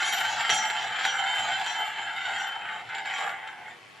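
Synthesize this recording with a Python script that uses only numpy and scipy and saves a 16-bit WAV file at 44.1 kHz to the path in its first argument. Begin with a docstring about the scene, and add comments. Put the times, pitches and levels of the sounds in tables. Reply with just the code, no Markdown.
"""A fine, ringing metal rattle dotted with knocks: a steel ball rolls round a small metal bowl on a
tray that a geared motor tilts to and fro. Thousands of tiny impacts ring tray and bowl, brighter when
the ball runs fast. It skims the wall and makes the bowl sing, squeaks and scratches on the steel, and
nearly stops at the end. Underneath, the motor whirrs and the wooden base rumbles on the table."""
import sys
import numpy as np
from scipy import signal
from scipy.fft import rfft, irfft
from scipy.io import wavfile

SR = 44100
rng = np.random.default_rng(int(sys.argv[2]) if len(sys.argv) > 2 else 0)


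def master_out(mix):
    """Clip the mix to full scale and print it as 16-bit PCM to the path in sys.argv[1]."""
    frames = np.transpose(np.atleast_2d(mix))
    ceiling = np.clip(frames, -1, 1)
    pcm = np.round(ceiling * 32767).astype(np.int16)
    wavfile.write(sys.argv[1], SR, pcm)


N = 176400
T = np.arange(N) / SR


def amp(db):
    """Decibels to gain."""
    return 10 ** (np.asarray(db) / 20)


def unit(x):
    """Scales to rms 1."""
    return x / np.sqrt(np.mean(x ** 2) + 1e-20)


def curve(rows):
    """A level envelope drawn through (t/s, level/dB) breakpoints."""
    return np.interp(T, *np.transpose(rows))


def drift(hz):
    """Smooth random modulation of rms 1, rolled off above the given rate."""
    rolloff = 1 + (np.fft.rfftfreq(N, 1 / SR) / hz) ** 4
    return unit(irfft(rfft(rng.standard_normal(N)) / rolloff, N))


def colour(x, points, size=4096):
    """Minimum-phase EQ through (f/Hz, gain/dB) points."""
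    hz, db = np.transpose(points)
    log_hz = np.log(abs(np.fft.fftfreq(size, 1 / SR)) + 1)
    log_gain = np.log(amp(np.interp(log_hz, np.log(hz), db)))
    taps = np.fft.ifft(np.exp(np.conj(signal.hilbert(log_gain)))).real
    return signal.fftconvolve(x, taps[:size // 2])[:N]


def ring(x, modes):
    """Drives a bank of decaying modes of alternating polarity; the narrower, the longer they ring."""
    t = T[:SR // 2]
    taps = np.zeros(len(t))
    for k, (hz, width, db) in enumerate(modes):
        gain = (-1) ** k * amp(db) * 2 * np.pi * width / SR
        taps += gain * np.exp(-np.pi * width * t) * np.sin(2 * np.pi * hz * t)
    return signal.fftconvolve(x, taps)[:N]


def tail(x, t60, patterns_per_s=9):
    """Dense reflections that die away; their pattern keeps changing as the source moves."""
    t, hop = T[:SR // 3], int(SR / patterns_per_s)
    padded = np.pad(x, (hop, 2 * hop))
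    crossfade = np.sin(np.pi * np.arange(2 * hop) / (2 * hop))
    patterns = rng.standard_normal((64, len(t)))
    decay = amp(-60 * t / t60) * (t > .001)  # 1 ms pre-delay
    out = np.zeros(len(padded) + len(t))
    for k, at in enumerate(range(0, N + hop, hop)):
        taps = patterns[k % len(patterns)] * decay
        part = signal.fftconvolve(padded[at:at + 2 * hop] * crossfade, taps / np.linalg.norm(taps))
        out[at:at + len(part)] += part
    return out[hop:hop + N]


def tone(hz, waver_hz, waver_db=1.3):
    """A mode whose pitch and strength waver as the ball moves over the metal."""
    phase = 2 * np.pi * np.cumsum(hz + waver_hz * drift(65)) / SR
    return unit(np.sin(phase) * amp(waver_db * drift(38)))


def placed(x, left_db, room_db):
    """Panned direct sound plus a different short room tail at each ear."""
    return np.array([amp(side * left_db / 2) * x + amp(room_db) * tail(x, t60=0.15) for side in (1, -1)])


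def rumble():
    """The rocking mechanism shakes the wooden base and the table."""
    # swells of the shaking: t/s, relative level/dB
    swells = [(0.0, -57), (0.1, -67), (0.41, -54), (0.47, -62), (0.52, -50.5), (0.62, -60.5), (1.04, -62),
              (1.05, -57), (1.36, -70.5), (1.4, -54.5), (1.66, -67.5), (2.39, -62), (2.53, -72),
              (2.71, -62.5), (2.93, -66), (3.0, -62), (3.15, -70), (3.36, -60), (3.4, -71), (3.69, -63),
              (3.94, -71), (4.0, -64)]
    # low body of the wood: f/Hz, gain/dB
    wood_eq = [(20, -27), (50, -38), (80, -7.5), (115, 4.5), (150, -2), (200, 2), (280, -7.5), (500, -21),
               (1500, -57)]
    return amp(curve(swells) - 1) * unit(colour(rng.standard_normal(N), wood_eq))


def motor(gear_hz=100.2, gear_depth=0.49, whirr_db=-54.5):
    """Gear noise pulses with the shaft, under faint whining tones that follow its speed."""
    # colour of motor and gears: f/Hz, gain/dB
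    motor_eq = [(88, -30), (150, -5), (215, -13), (359, 0), (395, -5.5), (1140, -2.5), (2350, -1),
                (3250, -9), (4230, -12.5), (4840, -14.5), (11400, -26), (14000, -39)]
    # gear whine: f/Hz, level/dB
    partials = [(404, -76.5), (490, -71.5), (2196, -65)]
    shaft_time = np.cumsum(1 + 0.0047 * drift(3.54)) / SR  # the speed wanders slightly
    teeth = rng.standard_normal(N) * (1 + gear_depth * np.sin(2 * np.pi * gear_hz * shaft_time))
    whine = sum(amp(db) * np.sqrt(2) * np.sin(2 * np.pi * hz * shaft_time) for hz, db in partials)
    return amp(whirr_db) * unit(colour(teeth, motor_eq)) + whine


def scratches():
    """The ball scratches over the steel in short swells of fine, very high grit."""
    # scratch strokes: t/s, length/s, level/dB
    strokes = [(0.165, 0.073, -50), (0.396, 0.055, -58), (0.63, 0.1, -59), (1.043, 0.034, -57),
               (1.18, 0.035, -63), (1.337, 0.036, -59), (1.549, 0.086, -67), (1.769, 0.18, -62),
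               (2.14, .06, -67), (2.22, 0.4, -77), (3.23, 0.11, -62)]
    # colour of the grit: f/Hz, gain/dB
    grit_eq = [(3000, -36), (8000, 2), (11000, 0), (12500, 2), (14000, 0), (15000, -30)]
    swell = sum(amp(db) * np.sin(np.pi * np.clip((T - s) / length, 0, 1)) for s, length, db in strokes)
    grit = rng.standard_normal(N) * amp(3.3 * drift(400))
    return swell * unit(colour(grit, grit_eq))


def squeaks(bend=0.027, bend_s=0.025, attack_s=0.0053):
    """Thin, unsteady squeaks and pings of steel on steel slide up onto a mode."""
    # squeaks and pings: t/s, final f/Hz, level/dB, t60/s
    pings = [(.125, 13240, -38.5, 0.37), (1.785, 13400, -47, 0.079), (2.475, 13280, -48, .07),
             (2.614, 2620, -35.5, 0.16), (3.66, 2200, -35, .14)]
    out = np.zeros(N)
    jitter = 1 + 0.0049 * drift(300)
    for s, top_hz, db, t60 in pings:
        at = int(s * SR)
        t = T[:N - at]
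        hz = top_hz * jitter[at:] * (1 - bend * np.exp(-(t / bend_s) ** 2))
        envelope = np.minimum(t / attack_s, 1) * amp(db - 60 * t / t60)
        out[at:] += envelope * np.sin(2 * np.pi * np.cumsum(hz) / SR)
    return out


def singing():
    """The bowl's higher modes swell as the ball skims the wall, then ring on."""
    # singing modes: f/Hz, t60/s
    modes = [(5825, 0.32), (6708, 0.18), (10230, 0.085)]
    # skims along the wall: t/s, attack/s, length/s, then level/dB for each of the three modes
    skims = [(0, 0.0075, 0.018, -48, -52, -66), (.045, 0.0087, 0.058, -43.5, -44, -50.5),
             (.115, 0.011, 0.015, -39.5, -49, -47), (.28, 0.025, 0.061, -47, -48, -63),
             (0.499, 0.0043, 0.006, -29.5, -42, -47), (.532, 0.0098, 0.022, -54, -41, -45.5),
             (0.572, 0.0055, 0.0057, -29.5, -40, -67), (.77, .035, 0.072, -53.5, -58, -84),
             (1.02, 0.041, 0.045, -43, -48, -59), (1.075, 0.014, 0.025, -40, -66, -73),
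             (1.42, 0.021, 0.048, -70, -48, -77), (1.655, 0.018, 0.064, -47.5, -52, -67),
             (2.374, .025, 0.037, -47, -62, -83), (3.125, 0.023, 0.04, -51.5, -59, -76)]
    out, t = np.zeros(N), T[:SR // 2]
    for k, (hz, t60) in enumerate(modes):
        power = np.zeros(N)
        for s, attack, length, *mode_db in skims:
            swell = np.minimum(t / attack, 1) * amp(mode_db[k] - 60 * np.maximum(t - length, 0) / t60)
            power[int(s * SR):][:len(t)] += swell ** 2
        out += np.sqrt(power) * tone(hz, waver_hz=11.2)
    return out


def humming(rest_hz=3092):
    """The bowl's lowest ring sounds throughout: sharp, louder and rough as the ball presses the wall."""
    # envelope of the ring: t/s, relative level/dB
    swells = [(0, -34), (.14, -52), (.18, -31.5), (.28, -30), (.33, -56), (.47, -29), (.52, -29),
              (.57, -38.5), (.67, -31), (.72, -46), (.78, -29), (.86, -50), (.96, -34), (1.02, -50),
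              (1.08, -31.5), (1.15, -47), (1.19, -27), (1.25, -40), (1.29, -31.5), (1.45, -31.5),
              (1.49, -47), (1.54, -29.5), (1.6, -46), (1.74, -44), (1.82, -28.5), (1.91, -46), (1.97, -37),
              (2.2, -46), (2.42, -47), (2.52, -34.5), (2.65, -43), (2.83, -57), (3.2, -47), (3.4, -55),
              (4, -65)]
    # presses on the wall: peak t/s, length/s, mean pitch lift/Hz, added level/dB
    presses = [(0.068, 0.094, 105.8, -37.5), (0.132, .06, 132.8, -32.5), (0.311, .06, 106.6, -60),
               (0.554, .1, 103.3, -42), (0.832, 0.059, 54.3, -60), (1.1, .08, 62.6, -45),
               (1.682, 0.113, 75, -35.5), (2.371, .1, 81.3, -38.5), (3.169, 0.072, 78.6, -43)]
    lift, gain = np.zeros(N), amp(curve(swells) - 3.5)
    for s, length, lift_hz, db in presses:
        press = np.cos(np.pi * np.clip((T - s) / length, -.5, .5))
        lift += lift_hz * press
        gain += amp(db) * press ** 2
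    roughness = 1 + 0.39 * drift(111)
    return gain * tone(rest_hz + lift * roughness, waver_hz=5.62)


def metal(force, reflected_share, node_db=2.5, node_rate_hz=9.4):
    """Tray and bowl ring under a contact force; reflections in the metal shift as the contact travels."""
    # broad body of the tray: f/Hz, gain/dB
    tray_eq = [(30, -50), (100, -43), (300, -35.5), (480, -21.5), (550, -23.5), (650, -20), (700, -11),
               (860, -11.5), (920, -7), (1040, -14.5), (1260, -11), (1330, -5), (1550, -3.5), (1850, -7.5),
               (2120, -4.5), (2420, -14), (2850, -8.5), (3200, -9), (3600, -11), (4100, -13.5),
               (4600, -16.5), (5400, -22.5), (6000, -22), (6450, -26.5), (7300, -26.5), (8200, -38),
               (10500, -36.5), (12500, -43), (14800, -42)]
    # tray resonances: f/Hz, width/Hz, gain/dB
    tray_modes = [(599.4, 9.3, -9.5), (705.5, 12.8, -1.5), (731.6, 19.6, 1), (784.7, 17, 5), (831, 12.8, 3),
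                  (866, 11.7, 7.5), (940, 5.4, -1.5), (1457, 8.5, -3), (1552, 32, -1), (1619.4, 20.3, -0.5),
                  (1933, 7.6, -6.5), (2012, 7.7, -3), (2106, 6.8, 3), (2242, 16.5, -0.5), (2677, 19, -6.5),
                  (2920, 7.7, -2)]
    # bowl resonances: f/Hz, width/Hz, gain/dB
    bowl_modes = [(3123, 8.7, -0.5), (5970, 6.4, -24), (6770, 9.9, -15), (6960, 9.2, -14), (7082, 16, -7),
                  (7260, 23.7, -4), (7280, 16, -10), (7460, 26, -5), (7630, 19, -8), (10200, 42, -40)]
    smeared = np.sqrt(1 - reflected_share) * force + np.sqrt(reflected_share) * tail(force, t60=0.032)
    # each bowl mode swells and fades as the ball crosses its nodes
    bowl = sum(ring(force * unit(amp(node_db * drift(node_rate_hz))), [mode]) for mode in bowl_modes)
    return colour(smeared, tray_eq) + ring(force, tray_modes) + bowl


def knocks(drive_db=9, chatter_db=-20.5, chatter_s=0.0079):
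    """Force of the ball knocking on the bowl: each a sharp blow and a short chatter of rebounds."""
    # blows: t/s, relative level/dB
    blows = [(0.065, 0), (.1346, 2.5), (.183, 3), (0.207, 0), (.4075, 3), (.4424, -11), (.4943, 6),
             (0.4963, -9), (0.4987, 0), (.5007, 2), (0.523, 3.5), (0.653, -2), (.701, 2), (0.991, -1),
             (1.021, -15), (1.0517, 6.5), (1.077, -6), (1.193, -9), (1.35, -9), (1.5214, 0), (1.613, 0),
             (1.6637, 0.5), (1.997, -18), (2.16, -24), (2.521, -15), (2.891, -16), (2.949, -4), (2.983, -6),
             (3.057, -6), (3.1, -7.5), (3.235, -10), (3.293, -8), (3.476, -11)]
    # the contact time softens each blow: f/Hz, gain/dB
    contact_eq = [(40, -63), (200, 6.5), (800, -4.5), (3000, 0), (6000, -6.5), (10000, -5.5), (14000, -5)]
    force = np.zeros(N)
    chatter = rng.standard_normal(N) * amp(chatter_db)
    for s, db in blows:
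        at = int(s * SR)
        force[at] += amp(db)
        force[at:] += amp(db) * chatter[at:] * np.exp(-T[:N - at] / chatter_s)
    return amp(drive_db) * colour(force, contact_eq)


def rolling(grains_per_s=2400, spread_db=5.5, smooth_share=0.39):
    """Force of the rolling ball: tiny impacts whose strength and hardness follow its run."""
    # drive of the tray's drone: t/s, relative level/dB
    drone = [(0.0, -34.5), (0.41, -30.5), (0.43, -33.5), (0.59, -32.5), (0.98, -37), (1.2, -31.5),
             (1.24, -35.5), (1.48, -31), (1.68, -39), (1.79, -30.5), (1.92, -42.5), (2.0, -34.5),
             (2.21, -43.5), (2.27, -36), (2.73, -41), (2.76, -36.5), (2.87, -48), (2.95, -40), (3.06, -41),
             (3.25, -29.5), (3.38, -44), (3.7, -48), (3.89, -72), (4.0, -50)]
    # drive of the midrange rattle: t/s, relative level/dB
    rattle = [(0, -26), (.1, -34.5), (.21, -28.5), (.3, -32.5), (.44, -28.5), (.52, -34.5), (.62, -32),
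              (.8, -31.5), (.92, -31), (1.05, -30), (1.14, -31.5), (1.4, -30), (1.72, -32), (1.9, -33),
              (2.13, -36.5), (2.24, -32.5), (2.36, -30.5), (2.42, -34), (2.48, -31.5), (2.6, -40),
              (2.68, -35), (2.79, -35), (2.83, -46.5), (2.885, -42), (2.9, -34.5), (2.95, -34.5),
              (3.03, -42), (3.08, -32), (3.26, -31.5), (3.38, -38.5), (3.46, -37), (3.57, -47),
              (3.72, -44.5), (3.79, -67), (3.92, -70), (4, -50)]
    # drive of the treble: t/s, relative level/dB
    treble = [(0, -37), (.07, -32.5), (.22, -36.5), (.32, -34.5), (.48, -36), (.52, -28.5), (.59, -34),
              (.68, -49.5), (.8, -36.5), (.9, -45), (1.05, -32), (1.15, -43), (1.3, -40.5), (1.48, -39.5),
              (1.56, -40), (1.7, -39), (1.8, -48), (2.13, -50.5), (2.24, -43), (2.38, -43.5), (2.6, -58.5),
              (2.88, -53.5), (2.96, -50), (3.03, -47.5), (3.08, -46), (3.19, -41.5), (3.3, -58),
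              (3.42, -88), (3.7, -63), (4, -63)]
    # drive of the bowl's shimmer: t/s, relative level/dB
    shimmer = [(0.0, -43.5), (0.05, -41.5), (0.43, -48.5), (0.56, -37.5), (0.62, -45.5), (0.97, -53.5),
               (1.06, -48), (1.11, -49.5), (1.19, -45.5), (1.22, -52), (1.4, -43), (1.47, -50), (1.69, -48),
               (1.87, -52.5), (1.95, -58), (2.05, -55.5), (2.17, -60.5), (2.25, -54), (2.38, -49),
               (2.47, -54.5), (2.58, -65.5), (2.78, -58.5), (2.83, -72), (2.92, -68), (2.96, -60),
               (3.04, -73), (3.06, -53), (3.09, -55.5), (3.21, -47), (3.4, -69), (3.46, -76), (3.48, -64),
               (3.54, -79), (3.65, -77), (3.685, -59), (3.75, -91), (4.0, -83)]
    centres_hz = [850, 1700, 4440, 7900]
    levels_db = [curve(drone) + 17, curve(rattle) + 16, curve(treble) + 19.5, curve(shimmer) + 26.5]
    clicks = (rng.random(N) < grains_per_s / SR) * rng.choice([-1, 1], N)
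    grains = unit(clicks * amp(spread_db * np.minimum(rng.exponential(1, N), 4)))
    hiss = unit(rng.standard_normal(N))
    texture = np.sqrt(1 - smooth_share) * grains + np.sqrt(smooth_share) * hiss
    flutter = amp(-0.03 * drift(93))
    spectrum = rfft(unit(texture * flutter))
    # four bands crossfade from centre to centre, each on its own envelope
    log_hz = np.log(np.fft.rfftfreq(N, 1 / SR) + 1)
    bands = [np.interp(log_hz, np.log(centres_hz), peak) for peak in np.eye(len(centres_hz))]
    return sum(irfft(spectrum * band, N) * amp(db) for band, db in zip(bands, levels_db))


def scene():
    """Ball up front, motor and base beneath it, in a small room."""
    ball = metal(rolling(), reflected_share=0.56) + metal(knocks(), reflected_share=0.22)
    ball += humming() + singing() + squeaks() + scratches()
    return (placed(ball, left_db=0.3, room_db=-8)
            + placed(motor(), left_db=2.5, room_db=0.0)
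            + placed(rumble(), left_db=3.5, room_db=-1.5))


def record(dry):
    """A steep low-pass takes off the air above 14.9 kHz."""
    lowpass = signal.firwin(511, 14900, window=("kaiser", 9), fs=SR)
    return signal.oaconvolve(dry, lowpass[None], "same")


dry = scene()
out = record(dry)
master_out(out)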